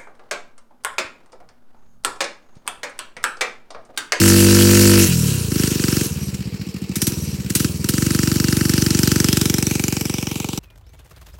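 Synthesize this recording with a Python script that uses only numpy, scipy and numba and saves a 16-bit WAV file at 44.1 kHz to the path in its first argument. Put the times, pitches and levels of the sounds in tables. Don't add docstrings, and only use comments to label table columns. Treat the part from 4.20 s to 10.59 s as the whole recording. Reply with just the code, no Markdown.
import sys
import numpy as np
from scipy import signal
from scipy.fft import rfft, irfft
from scipy.io import wavfile
from scipy.ndimage import uniform_filter1d
from numba import njit

SR = 44100
rng = np.random.default_rng(int(sys.argv[2]) if len(sys.argv) > 2 else 0)


def decibels_to_gain(level_db):
    exponent = np.asarray(level_db, float) / 20
    return 10 ** exponent


def wrap_up_sound(samples):
    columns = np.atleast_2d(samples).T
    tamed = np.clip(columns, -1, 1)
    steps = np.round(tamed * 32767).astype(np.int16)
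    wavfile.write(sys.argv[1], SR, steps)


N = 281790

# (time [s], four-stroke cycles per second [Hz])
CRANK = [(0.0, 47.817), (0.64, 49.286), (0.83, 47.98), (1.29, 25.15), (1.47, 25.909), (1.62, 23.037),
         (1.77, 23.609), (1.96, 18.861), (2.3, 14.361), (2.49, 13.153), (2.72, 13.291), (2.89, 21.66),
         (3.26, 15.823), (3.42, 23.182), (3.6, 18.657), (3.79, 23.884), (5.43, 23.543), (6.39, 22.758)]
# (frequency [Hz], width [Hz], level [dB])
CASING = [(2424, 190, -11), (2764, 112, -15), (4154, 50, -9.5), (4825, 50, -17), (5152, 75, -3.5),
          (5854, 83, -5), (7550, 370, -5.5), (8060, 350, -3), (11520, 320, -12)]
CLOSING_AT, INTAKE_AT = 0.2554, 0.5647


def exhaust(when, t):
    opens, closes, push, gulp = when(0), when(CLOSING_AT), when(0.34), when(INTAKE_AT)
    scatter = decibels_to_gain(0.32 * rng.standard_normal((4, len(opens))))

    blow_db = burn(opens)[0] + loss_db(opens)
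    back_db = stroke_db(opens, (-90, 0, 0), (-11.5, 1.05))
    shut_db = stroke_db(opens, (-27, -1.1, -0.1), (-14.5, 0.4))
    push_db = stroke_db(opens, (-29.2, 4.2, 1.5), (-36, 2.5))
    gulp_db = stroke_db(opens, (-22, 1.6, 1.3), (-33, 0.6), far=1.6)
    over_gain = decibels_to_gain(stroke_db(opens, (-19, 2.7, 0.1), (-18.5, -0.5), far=-0.3))

    near_cancel = np.exp(-((columns(CRANK, opens)[0] - 27) / 5) ** 2)
    shut_db = shut_db - 13 * near_cancel * (blow_db < -80)

    blow = puff(opens, -decibels_to_gain(blow_db) * scatter[0], 0.0003)
    back = puff(opens, decibels_to_gain(back_db) * scatter[0], 0.0017)
    shut = puff(closes, decibels_to_gain(shut_db) * scatter[1], 0.0013)
    piston = puff(push, decibels_to_gain(push_db) * scatter[2], 0.00071)
    intake = puff(gulp, -decibels_to_gain(gulp_db) * scatter[3], 0.00023)

    slow = np.clip((19 - columns(CRANK, t)[0]) / 6.1, 0, 1)
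    ring = svf((0.29 + 2.9 * slow) * blow + 0.39 * back + 2.74 * shut, 195.5, 25.3)
    ring = ring + svf(2.4 * intake, 340., 87.0)
    steps = clicks(opens, over_gain * (decibels_to_gain(blow_db + 30) + decibels_to_gain(back_db + 38)))
    steps = steps - clicks(gulp, over_gain * decibels_to_gain(gulp_db + 34))
    overtone = modes(steps, [(450, 26.4, 3.0), (481.3, 28, -1.5), (530, 17, -9)])
    return blow + back + shut + piston + intake + ring + overtone


def puff(times, sizes, width_s):
    # (frequency [Hz], level [dB])
    pipe_tone = [(18, -53), (30, -36.5), (80, -4), (150, -0.5), (189, -3.5), (244, -4), (340, -4),
                 (389, -13), (426, -24.5), (480, -16.5), (630, -49.5), (778, -30), (1100, -46), (1430, -45),
                 (2420, -120)]
    f = np.fft.rfftfreq(N, 1 / SR)
    hz, db = np.transpose(pipe_tone)
    bell = np.exp(-(np.pi * width_s * f) ** 2)
    shape = bell * decibels_to_gain(np.interp(np.log(f + 1), np.log(hz), db))
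    return irfft(rfft(clicks(times, sizes)) * shape, N) * N / (2 * shape.sum())


def muzzle(when, t):
    # (frequency [Hz], width [Hz], level from the side [dB], level from behind [dB])
    mouth_modes = [(780, 120, -26, 4), (940, 59, -24, 7), (1304, 310, -1.5, -1), (1944, 690, 5, -11),
                   (2336, 160, -6.5, 3.5), (3020, 130, -15.5, -0.5), (3870, 260, -32, -5),
                   (4760, 600, 7, -13.5)]
    # (frequency [Hz], level [dB])
    jet_tone = [(1470, -74), (2500, -7), (4080, -4.5), (4410, -10), (5650, 5.5), (6110, 3.5), (8080, -4),
                (9080, -8.5), (12000, -2), (16000, -4)]
    opens = when(0) - 0.0024
    chance = rng.standard_normal((2, len(opens)))
    blow_db, crack_db = burn(opens)

    beam_db = 7.5 * np.exp(-((opens - 5.15) / 0.55) ** 2)
    jet_db = stroke_db(opens, (4, -1.2, -0.3), (-31, 1.4), far=0.55) + beam_db
    jet_db = jet_db + np.where(blow_db > -80, crack_db, -15)
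    crack_db = np.maximum(crack_db, -56) + 0.3 * beam_db + 0.5 * loss_db(opens)

    shock = clicks(opens, decibels_to_gain(crack_db + 30.5 + 1.6 * chance[0]))
    shock = shock - clicks(opens + 0.0042, decibels_to_gain(crack_db + 28))
    shock = shock + bursts(opens, crack_db + 7, 0.012, 0.00031) * rng.standard_normal(N)
    along, far = travel(t)
    away = np.clip(0.3 + 0.6 * along / far, 0, 1)
    crack = np.zeros(N)
    for k, (hz, width, side, behind) in enumerate(mouth_modes):
        gain = (-1) ** k * decibels_to_gain(side + away * (behind - side))
        crack += gain * svf(shock * flicker(1.2, rate=12), 1. * hz, 1. * width)

    puffs = bursts(opens, jet_db + 2.5 + 1.7 * chance[1], 0.017, 0.0002)
    tails = bursts(opens, jet_db - 10, 0.09, 0.0029)
    jet = (puffs + tails) * noise(jet_tone)
    bands = [(hz, 0.09 * hz, -hz / 1500) for hz in 2300 * 1.09 ** np.arange(22)]
    eddies = modes(jet, bands, patchy_db=5.5, rate=24)
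    return crack + decibels_to_gain(-6.5) * eddies + decibels_to_gain(1) * modes(jet, CASING, patchy_db=3.0, rate=9)


def burn(at):
    # (from [s], to [s], first burn [dB], last burn [dB], last crack [dB])
    throttle = [(-2, .79, 0, 0, -15.5), (.79, .84, -.5, -2.5, -21), (1.3, 1.46, -4.5, -1.5, -19.5),
                (1.46, 1.62, -5.5, -4.5, -27), (1.62, 1.79, -3, -2.5, -19), (1.79, 1.835, -4, -4, -27),
                (2.43, 2.73, -19, -12, -44), (2.73, 2.895, -12, -3, -24), (3.28, 3.45, -7.5, -2, -18),
                (3.62, 3.78, -5.5, -2, -19), (3.78, 4.8, -2, -.6, -18), (4.8, 6.5, -.1, -.1, -17)]
    start, end, first, last, crack = np.transpose(throttle)[:, :, None]
    held = first + (last - first) * np.clip((at - start) / (end - start), 0, 1)
    held = held - 250 * np.maximum(at - end, 0)
    on = (at >= start) & (at < end + 0.04)
    crack_db = crack + 1.1 * (held - last)
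    return np.where(on, held, -90).max(axis=0), np.where(on, crack_db, -90).max(axis=0)


def stroke_db(at, burning, coasting, far=1.):
    power, speed = burn(at)[0], revs_db(at)
    fired = burning[0] + burning[1] * speed + burning[2] * power
    unfired = coasting[0] + coasting[1] * speed
    return np.where(power > -80, fired, unfired) + far * loss_db(at)


def revs_db(at):
    return 20 * np.log10(columns(CRANK, at)[0] / 23.7)


def travel(at):
    s = np.maximum(at - 4.7, 0)
    along = 1.2 * s + 1.3 * s ** 2 / 2
    return along, np.hypot(1, along)


def loss_db(at):
    return -20 * np.log10(travel(at)[1])


def running_gear(when, t):
    # (frequency [Hz], level [dB])
    gear_tone = [(530, -12), (900, -21), (956, -5.5), (1080, -18), (1420, -8.5), (2070, -9.5), (2600, -2.5),
                 (3550, -6), (5890, -1), (9650, -2.5), (16000, -5)]
    # (frequency [Hz], level [dB])
    idle_tone = [(410, -34), (700, -14.5), (1640, -16), (1770, -10), (2000, -9.5), (2220, -5), (3500, -13),
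                 (4990, -6), (6070, -15), (7690, -12.5), (8880, -20.5), (16000, -17)]
    gear_db = hiss_db(t)
    fast = np.clip((gear_db + 43.5) / 13, 0, 1) ** 0.64
    grit = flicker(1.52, rate=300) * rng.standard_normal(N)

    taps = np.concatenate([when(0), when(CLOSING_AT), when(INTAKE_AT)])
    seat_db = np.repeat([-5, 4, -7], len(taps) // 3)
    tappet = bursts(taps, seat_db + 2.5 * rng.standard_normal(len(taps)), 0.08, 0.003)
    shake = grit * (1 + decibels_to_gain(4) * (1 - fast) * tappet)

    bands = [(hz, 0.21 * hz, 0) for hz in 800 * 1.19 ** np.arange(18)]
    patchy = modes(shake, bands, patchy_db=3.5, rate=40)
    rattle = fast * unit(colour(patchy, gear_tone)) + (1 - fast) * unit(colour(patchy, idle_tone))
    return decibels_to_gain(gear_db + 0.5) * (rattle + decibels_to_gain(-9) * modes(rattle, CASING, patchy_db=3, rate=13))


def hiss_db(t):
    spin_db = 5 * (t < 1.9)
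    load = decibels_to_gain(-25 + 1.5 * burn(t)[0] + 0.7 * revs_db(t) + spin_db)
    keep = np.exp(-1 / (0.055 * SR))
    load = signal.lfilter([1 - keep], [1, -keep], load, zi=[load[0]])[0]
    free = decibels_to_gain(np.minimum(-31.5 + 2.8 * revs_db(t), -23))
    return 20 * np.log10(np.hypot(load, free)) + 1.15 * loss_db(t)


def clutch(t):
    # (frequency [Hz], width [Hz], level [dB])
    bell_modes = [(5550, 70, -10), (5800, 80, 0), (6020, 70, -7), (8330, 110, -5), (11300, 80, -3)]
    # (time [s], squeal level [dB], half length [s])
    drags = [
        (2.045, -34, .04),
        (2.84, -26, .035),
        (3.02, -37, .13),
        (3.59, -43, .06),
    ]
    # (time [s], peak level [dB], decay to -60 dB [s])
    grabs = [
        (2.7563, -5, 0.095),
        (2.8176, 1, 0.057),
        (2.8686, -1.5, 0.087),
        (3.2975, -14, 0.11),
        (3.351, 2, 0.11),
        (3.396, -10, 0.24),
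        (3.688, -1, 0.085),
    ]
    bow = rng.standard_normal(N) * flicker(1.8, rate=60)
    drag = sum(decibels_to_gain(db) * np.exp(-((t - s) / half) ** 2) for s, db, half in drags)
    squeal = unit(modes(bow, bell_modes)) * drag
    jerks = sum(bursts(np.array([s]), db - 11.5, t60, 0.0013) for s, db, t60 in grabs)
    rasp = jerks * noise([(300, -34), (1000, -12), (2500, -6), (5500, -1.5), (9000, -0.5), (16000, -5.5)])
    return squeal + rasp + decibels_to_gain(1.0) * modes(rasp, bell_modes)


def block(cycles, t):
    # (frequency [Hz], level [dB])
    knock_tone = [(60, -40), (150, -11.5), (400, 0.5), (490, 0), (600, -22), (700, -13.5), (800, -12),
                  (980, -11.5), (1200, -10.5), (2000, -31)]
    place, drift = 256 * (cycles % 1), 1.45 * t
    first, second = [np.interp(place, np.arange(256), pattern, period=256)
                     for pattern in rng.standard_normal((2, 256))]
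    clatter = unit(colour(np.cos(drift) * first + np.sin(drift) * second, knock_tone))
    frame = noise([(30, -40), (60, -17), (150, -8), (400, 3), (600, -12), (1200, -45)])
    work_db = uniform_filter1d(hiss_db(t) + 30, SR // 20)
    return clatter * decibels_to_gain(-40 + 0.67 * work_db) + frame * decibels_to_gain(-38 + 0.45 * work_db)


def lawn(x, t):
    along, far = travel(t)
    lag_ms = 0.71 / (1 + 0.3 * along ** 1.3)
    strength = np.clip(0.18 + 0.42 * (1 - 1 / far), 0, 1)
    soft = uniform_filter1d(x, size=3)
    return x + strength * np.interp(t - lag_ms / 1000, t, soft)


def unit(x):
    return x / np.sqrt(np.mean(x ** 2))


def columns(table, at):
    s, *rest = np.transpose(table)
    return [np.interp(at, s, c) for c in rest]


def colour(x, spectrum):
    hz, db = np.transpose(spectrum)
    log_f = np.log(np.fft.rfftfreq(N, 1 / SR) + 1)
    return irfft(rfft(x) * decibels_to_gain(np.interp(log_f, np.log(hz), db)), N)


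def noise(spectrum):
    return unit(colour(rng.standard_normal(N), spectrum))


@njit
def svf(x, hz, width):
    y, band, low = np.empty(len(x)), 0., 0.
    g, k = np.tan(np.pi * hz / SR), width / hz
    for i in range(len(x)):
        v = (band + g * (x[i] - low)) / (1 + g * (g + k))
        band = 2 * v - band
        low = low + 2 * g * v
        y[i] = k * v
    return y


def modes(x, table, patchy_db=0, rate=30):
    return sum(decibels_to_gain(db) * svf(x * flicker(patchy_db, rate), 1. * hz, 1. * width) for hz, width, db in table)


def flicker(db, rate):
    step = 32
    k = max(int(SR / rate / step), 1)
    held = np.repeat(rng.standard_normal(N // step // k + 2), k)
    slewed = uniform_filter1d(uniform_filter1d(held, k), k)
    return np.repeat(decibels_to_gain(1.234 * db * slewed), step)[:N]


def clicks(times, sizes):
    at, sizes = np.clip(times * SR, 0, N - 2), sizes * (times >= 0)
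    whole = at.astype(int)
    part = at - whole
    return np.bincount(whole, sizes * (1 - part), N) + np.bincount(whole + 1, sizes * part, N)


def bursts(times, db, t60_s, rise_s):
    keep = np.exp(-np.log(1000) / (t60_s * SR))
    decay = signal.lfilter([1], [1, -keep], clicks(times, decibels_to_gain(db)))
    return uniform_filter1d(decay, max(int(rise_s * SR), 1))


def scene():
    t = np.arange(N) / SR
    cycles = 0.0947 + np.cumsum(columns(CRANK, t)[0]) / SR
    firings = np.arange(-1, int(cycles[-1]) + 2)

    def when(share):
        return np.interp(firings + share, cycles, t, -1, -1)

    reflected = lawn(muzzle(when, t) + running_gear(when, t), t)
    return (exhaust(when, t) + reflected + clutch(t) + block(cycles, t))[None]


def band_limit(x):
    return signal.sosfilt(signal.butter(12, 16990, fs=SR, output="sos"), x)


def record(dry):
    jf = 1j * np.fft.rfftfreq(N, 1 / SR)
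    late = irfft(rfft(dry) * ((80 - jf) / (80 + jf)) ** 7, N)
    top_cut = signal.ellip(8, 0.3, 45, 15900, fs=SR, output="sos")
    late = signal.sosfilt(top_cut, late)
    return band_limit(np.tanh(0.91 * late))


dry = scene()
out = record(dry)
wrap_up_sound(out)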